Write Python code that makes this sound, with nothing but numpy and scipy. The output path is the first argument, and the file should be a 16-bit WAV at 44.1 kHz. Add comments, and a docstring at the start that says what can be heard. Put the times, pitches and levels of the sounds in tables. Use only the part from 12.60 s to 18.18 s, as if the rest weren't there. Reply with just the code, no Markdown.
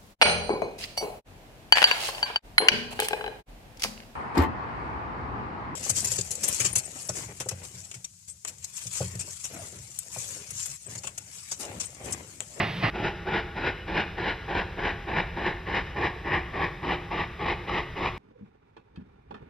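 """Two near, quick blasts of a steam locomotive, then abruptly the engine some way off, working a train
along a valley at about three and a half exhaust beats a second. Each beat is a puff as the valve opens
and a louder blast up the chimney. The slopes scatter it back over leaking steam and the rumble of the
train; twice the wheel flanges sing faintly."""
import sys
import numpy as np
from scipy import signal
from scipy.fft import rfft, irfft, next_fast_len
from scipy.io import wavfile

SR = 44100
rng = np.random.default_rng(int(sys.argv[2]) if len(sys.argv) > 2 else 0)


def generate_wav(sig):
    """Save sig (samples, or channels by samples) to the path in sys.argv[1] as 16-bit PCM at SR."""
    pcm = np.round(np.clip(np.atleast_2d(sig).T, -1, 1) * 32767).astype(np.int16)
    wavfile.write(sys.argv[1], SR, pcm)


N = 246058
TIME_S = np.arange(N) / SR
NEAR_END_S = .301

# Distant exhaust beats. 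Each row: valve opening in s, lag to blast peak in s, blast in dB, hiss in dB.
BEATS = [(.343, .125, -27.5, -0.5), (.666, 0.1, -25, -2), (.964, 0.11, -26.5, 0), (1.279, 0.11, -23.5, 0.5),
         (1.577, 0.11, -25.5, 0.5), (1.886, 0.1, -25, -0.5), (2.179, 0.098, -25, -3),
         (2.477, 0.11, -24, -5), (2.769, 0.11, -26.5, -2.8), (3.071, 0.099, -25, 1),
         (3.361, .093, -25, -1.5), (3.654, 0.094, -23, -6.5), (3.94, 0.098, -26, -2.5),
         (4.229, 0.093, -26.5, -1.5), (4.511, 0.089, -26.5, -2.5), (4.799, 0.098, -25, -1),
         (5.079, 0.096, -26.5, 1.5), (5.367, 0.094, -27.5, 0.5)]


def amp(db):
    """Decibels to gain."""
    return 10 ** (np.asarray(db) / 20)


def unit(x):
    """Scale to unit rms."""
    return x / np.sqrt(np.mean(x ** 2) + 1e-20)


def read(points, hz):
    """Interpolate rows of frequency in Hz and value on a log-frequency axis."""
    points_hz, values = np.transpose(points)
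    return np.interp(np.log(hz + 1), np.log(points_hz + 1), values)


def bell(x, centre, width):
    """Gaussian of height one, 1/e at centre +/- width."""
    return np.exp(-((x - centre) / width) ** 2)


def wander(size, rate_hz):
    """Slow random drift of unit rms, rolled off above rate_hz."""
    n_fft = next_fast_len(size, real=True)
    hz = np.fft.rfftfreq(n_fft, 1 / SR)
    return unit(irfft(rfft(rng.standard_normal(n_fft)) * bell(hz, 0, rate_hz), n_fft)[:size])


def jet(colour_db, size, balance=None, lead=None):
    """Turbulent noise of unit rms, coloured by colour_db(hz), at two microphone ports; far by default."""
    # Each row: frequency in Hz, coherence between ports.
    likeness = [(220, 1), (430, 0.97), (820, 0.86), (1570, 0.89), (3030, 1), (5000, 0.87), (7000, 1)]
    # Each row: frequency in Hz, left minus right in dB.
    far_balance = [(60, 2), (100, 0.0), (170, -1.5), (280, -1), (460, -3), (760, -0.6), (1270, 3),
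                   (2110, 1.5), (3500, -0.3), (5820, -1)]
    # Each row: frequency in Hz, phase lead of left in rad.
    far_lead = [(300, 0), (600, .1), (1030, .4), (1290, .6), (1640, .1), (4130, .3), (4570, .6),
                (5340, -.5), (6000, -2.5)]
    # Treble lost over distance. Each row: frequency in Hz, gain in dB.
    air_loss = [(6000, -4.5), (8200, -21)]
    n_fft = next_fast_len(size, real=True)
    hz = np.fft.rfftfreq(n_fft, 1 / SR)
    common, independent = rfft(rng.standard_normal((2, n_fft)))
    apart = 1 - bell(hz, 0, 350)  # long waves reach both ports alike
    coherence = 1 - apart * np.clip(1 - read(likeness, hz), 0, 1)
    balance_db = apart * read(balance or far_balance, hz)
    lead_rad = apart * read(lead or far_lead, hz)
    tilt = amp(balance_db / 2) * np.exp(.5j * lead_rad)
    right = coherence * common + np.sqrt(1 - coherence ** 2) * independent
    ports = np.array([common * tilt, right / tilt])
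    return unit(irfft(ports * amp(colour_db(hz) + read(air_loss, hz)), n_fft)[:, :size])


def near_engine(steam_db=-34.5, thump_db=-27, thump_hz=125, size=16384):
    """From nearby each beat is one sharp blast over steam; the second thumps."""
    # Each row: peak time in s, level in dB, rise in s, decay in s.
    blasts = [(0.004, -21.5, 0.025, 0.054), (0.247, -21, 0.021, 0.048)]
    # Blast and steam spectra. Each row: frequency in Hz, relative density in dB.
    exhaust_spectrum = [(24, -44), (40, -9), (152, 0.5), (241, -10.5), (376, -6), (446, -18.5), (695, -7),
                        (1200, -12), (1430, -19), (2000, -5.5), (2270, -14), (2810, -13), (3120, -22.5),
                        (5180, -30), (6270, -64), (8150, -94), (13800, -120)]
    steam_spectrum = [(24, -49), (40, -8), (80, -7), (172, 1.5), (268, -19.5), (465, -13), (666, -16),
                      (773, -20), (1110, -17), (1310, -20), (2000, -16), (3620, -18.5), (6270, -37.5),
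                      (8150, -86), (13800, -120)]
    # Each row: frequency in Hz, left minus right in dB.
    balance = [(60, -4), (100, -1), (170, 0.5), (280, 6), (460, 0), (760, -3), (1270, -5), (2110, -4),
               (3500, 1.5), (5820, 0.0)]
    # Each row: frequency in Hz, phase lead of left in rad.
    lead = [(200, 0), (690, -.9), (1380, -.8), (1700, 0), (3700, -.6), (4650, -1.2)]
    t = TIME_S[:size]
    exhaust_db = lambda hz: read(exhaust_spectrum, hz) + read([(150, -2), (400, 1)], hz)
    out = amp(steam_db) * jet(lambda hz: read(steam_spectrum, hz), size, balance, lead)
    for peak_s, level_db, rise_s, decay_s in blasts:
        flow = np.where(t < peak_s, bell(t, peak_s, rise_s), np.exp(-abs(t - peak_s) / decay_s))
        out += amp(level_db) * flow * jet(exhaust_db, size, balance, lead)
    tone = unit(np.sin(2 * np.pi * (thump_hz * t + rng.random())))
    thump = bell(t, blasts[-1][0], 0.014) * tone
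    return np.pad(out + amp(thump_db) * thump, ((0, 0), (0, N - size)))


def train(base_db=-38, steam_trim_db=-3, waver_db=1.0, swell_db=5.5, swell_lag_s=0.091, swell_s=.075):
    """Rolling stock rumbles, swelling with each piston stroke, under a wash of leaking steam."""
    # Each row: frequency in Hz, relative density in dB.
    wash_spectrum = [(15, -39), (25, -2.5), (83, -2.5), (166, -10.5), (241, -20.5), (349, -22), (593, -27),
                     (1030, -28.5), (1130, -18.5), (1240, -23.5), (1640, -21.5), (3770, -33), (4430, -43.5),
                     (4980, -37.5), (6270, -43), (8150, -72.5), (13800, -120)]
    # Slow drift of the rumble. Each row: time in s, gain in dB.
    rumble_drift = [(.5, -4), (2.4, -1.3), (3.9, -4.5), (5.5, -2)]
    wash = amp(base_db) * jet(lambda hz: read(wash_spectrum, hz), N)
    n_fft = next_fast_len(N, real=True)
    hz = np.fft.rfftfreq(n_fft, 1 / SR)
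    rumble = irfft(rfft(wash, n_fft) * bell(hz, 0, 160), n_fft)[:, :N]
    steam = wash - rumble
    strokes = sum(bell(TIME_S, open_s + swell_lag_s, swell_s) for open_s, *_ in BEATS)
    rumble_gain = amp(np.interp(TIME_S, *np.transpose(rumble_drift)) + swell_db * strokes)
    return rumble * rumble_gain + steam * amp(steam_trim_db + waver_db * wander(N, rate_hz=11))


def valley(x, echo_db=-13, build_s=0.063, spread=0.22):
    """Slopes and trees scatter the beats back as a smooth tail, nearly alike in both ports."""
    # Each row: frequency in Hz, time to decay 60 dB in s.
    decay_times = [(100, 1), (400, 0.94), (1000, 0.66), (2000, 0.72), (4000, 0.79), (8000, 0.65)]
    hz, t, spectra = signal.stft(rng.standard_normal((2, SR)), SR, nperseg=256)
    decay = amp(-60 * t / read(decay_times, hz)[:, None])
    mid, side = spectra * decay * (1 - bell(t, 0, build_s))
    side *= spread * read([(150, 0.27), (900, 0.86)], hz)[:, None]
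    tail = signal.istft(np.array([mid + side, mid - side]), SR, nperseg=256)[1]
    return amp(echo_db) * signal.fftconvolve(x, tail / np.linalg.norm(tail[0]), axes=1)[:, :N]


def air_ripple(depth_db=2.0, points=48):
    """Stirred air gives a beat its own peaks and dips. Each row: frequency in Hz, gain in dB."""
    hz = np.linspace(0, 6500, points)
    return np.c_[hz, depth_db * rng.standard_normal(points) * (1 - bell(hz, 0, 1500))]


def chimney_db(hz, hiss_db):
    """Exhaust jet spectrum, shaped by chimney and smokebox resonances; hiss_db trims the treble."""
    # Each row: frequency in Hz, relative density in dB.
    exhaust_spectrum = [(45.0, -4), (80.0, -8.5), (180.0, 0.8), (245.0, -10), (350.0, 0.5), (600.0, -8),
                        (850.0, -1.6), (1150.0, -3.5), (1900.0, -6), (2900.0, -12), (4500.0, -30.5),
                        (5200.0, -23.5), (6000.0, -34.5), (7200.0, -38.5)]
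    # Each row: centre in Hz, half-width in Hz, gain in dB.
    resonances = [(362, 15, 3), (822, 59, 2.5), (1149, 63, 5), (1445, 31, 6), (1760, 270, 2.5),
                  (2367, 136, 3), (2892, 59, 3.5), (3883, 325, 7.5), (5530, 310, -7.5)]
    resonance_db = sum(db * bell(hz, centre_hz, width_hz) for centre_hz, width_hz, db in resonances)
    return read(exhaust_spectrum, hz) + resonance_db + hiss_db * read([(2400, 0.12), (3600, 0.83)], hz)


def ground_reflection_db(hz, time_s, start_hz=1107, climb_hz_per_s=71.5, notch_db=-12):
    """The reflection cancels a notch that climbs as the engine nears; just above, in step, it barks."""
    # Each row: time in s, gain above the notch in dB.
    bark_gains = [(.45, -2.5), (1.95, 3.5), (2.4, 0), (3.65, 7.5), (4.35, 1.5), (5.1, 5.5), (5.5, 0.5)]
    bark_db = np.interp(time_s, *np.transpose(bark_gains))
    notch_hz = start_hz + climb_hz_per_s * time_s
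    log_hz = np.log(hz + 1)
    notch = bell(log_hz, np.log(notch_hz), .15)
    bark = bell(log_hz, np.log(1.38 * notch_hz), 0.086)
    return notch_db * notch + bark_db * bark


def chuffs(puff_db=-31.5, opening_s=0.012, closing_s=0.025, surge_db=2, surge_s=0.03,
           blast_s=.044, bluntness=1.67, flutter_db=1.0, size=16384):
    """Each beat: a dull puff as the valve cracks open, then a bright blast as the cylinder empties."""
    # Puff and blast tilts. Each row: frequency in Hz, gain in dB.
    dull = [(60, -2), (200, 2), (400, 3), (900, 1), (1900, -2.5), (3500, -2), (6000, 0)]
    bright = [(60, -5), (200, -0.5), (400, -1.5), (900, -0.5), (1900, 0), (3500, 0), (6000, 1)]
    out = np.zeros((2, N + size))
    for open_s, lag_s, blast_db, hiss_db in BEATS:
        start = round((open_s - .05) * SR)
        peak_s = open_s + lag_s
        t = (start + np.arange(size)) / SR
        ripple = air_ripple()
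        beat_db = lambda hz: chimney_db(hz, hiss_db) + ground_reflection_db(hz, peak_s) + read(ripple, hz)
        puff = jet(lambda hz: beat_db(hz) + read(dull, hz), size)
        blast = jet(lambda hz: beat_db(hz) + read(bright, hz), size)
        valve = (1 + np.tanh((t - open_s) / opening_s)) * (1 + np.tanh((peak_s - t) / closing_s)) / 4
        surge = amp(surge_db * bell(t, open_s, surge_s))  # first steam leaves at full pressure
        flow = np.exp(-abs((t - peak_s) / blast_s) ** bluntness)
        beat = amp(puff_db) * valve * surge * puff + amp(blast_db) * flow * blast
        flutter = unit(amp(flutter_db * wander(size, rate_hz=83)))  # eddies tear the jet
        out[:, start:start + size] += beat * flutter
    return out[:, :N]


def flanges(width_hz=55):
    """Wheel flanges sing on the curve: a narrow, fuzzy ring of steel that swells and fades."""
    # Each row: peak time in s, level in dB, pitch in Hz, half-length in s.
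    squeals = [(1.17, -54, 2930, 0.2), (3.294, -53, 2945, .1)]
    out = np.zeros((2, N))
    for peak_s, level_db, pitch_hz, half_s in squeals:
        ring = jet(lambda hz: -20 * np.log10(1 + ((hz - pitch_hz) / width_hz) ** 2), N)
        out += amp(level_db) * bell(TIME_S, peak_s, half_s) * ring
    return out


def scene(crossfade_s=.002):
    """The near opening, then the engine across the valley."""
    beats = chuffs()
    period = round((BEATS[1][0] - BEATS[0][0]) * SR)
    # The valley already rings with the preceding beat.
    preceding = np.roll(beats, -period, axis=1) * (TIME_S < NEAR_END_S)
    far = beats + valley(beats + preceding) + train() + flanges()
    far_share = np.clip((TIME_S - NEAR_END_S) / crossfade_s + .5, 0, 1)
    return near_engine() * (1 - far_share) + far * far_share


def record(dry, near_hiss_db=-62, far_hiss_db=-70.5, low_cut_hz=34, high_cut_hz=14300):
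    """The microphone sheds deep bass and top treble and hisses faintly, louder in the near opening."""
    heard = signal.sosfilt(signal.butter(2, low_cut_hz, "highpass", fs=SR, output="sos"), dry)
    hiss = unit(rng.standard_normal(N) + rng.standard_normal((2, N)))
    noisy = heard + amp(np.where(TIME_S < NEAR_END_S, near_hiss_db, far_hiss_db)) * hiss
    lowpass = signal.firwin(511, high_cut_hz, window=("kaiser", 9), fs=SR)
    return signal.oaconvolve(noisy, lowpass[None], "same")


dry = scene()
out = record(dry)
generate_wav(out)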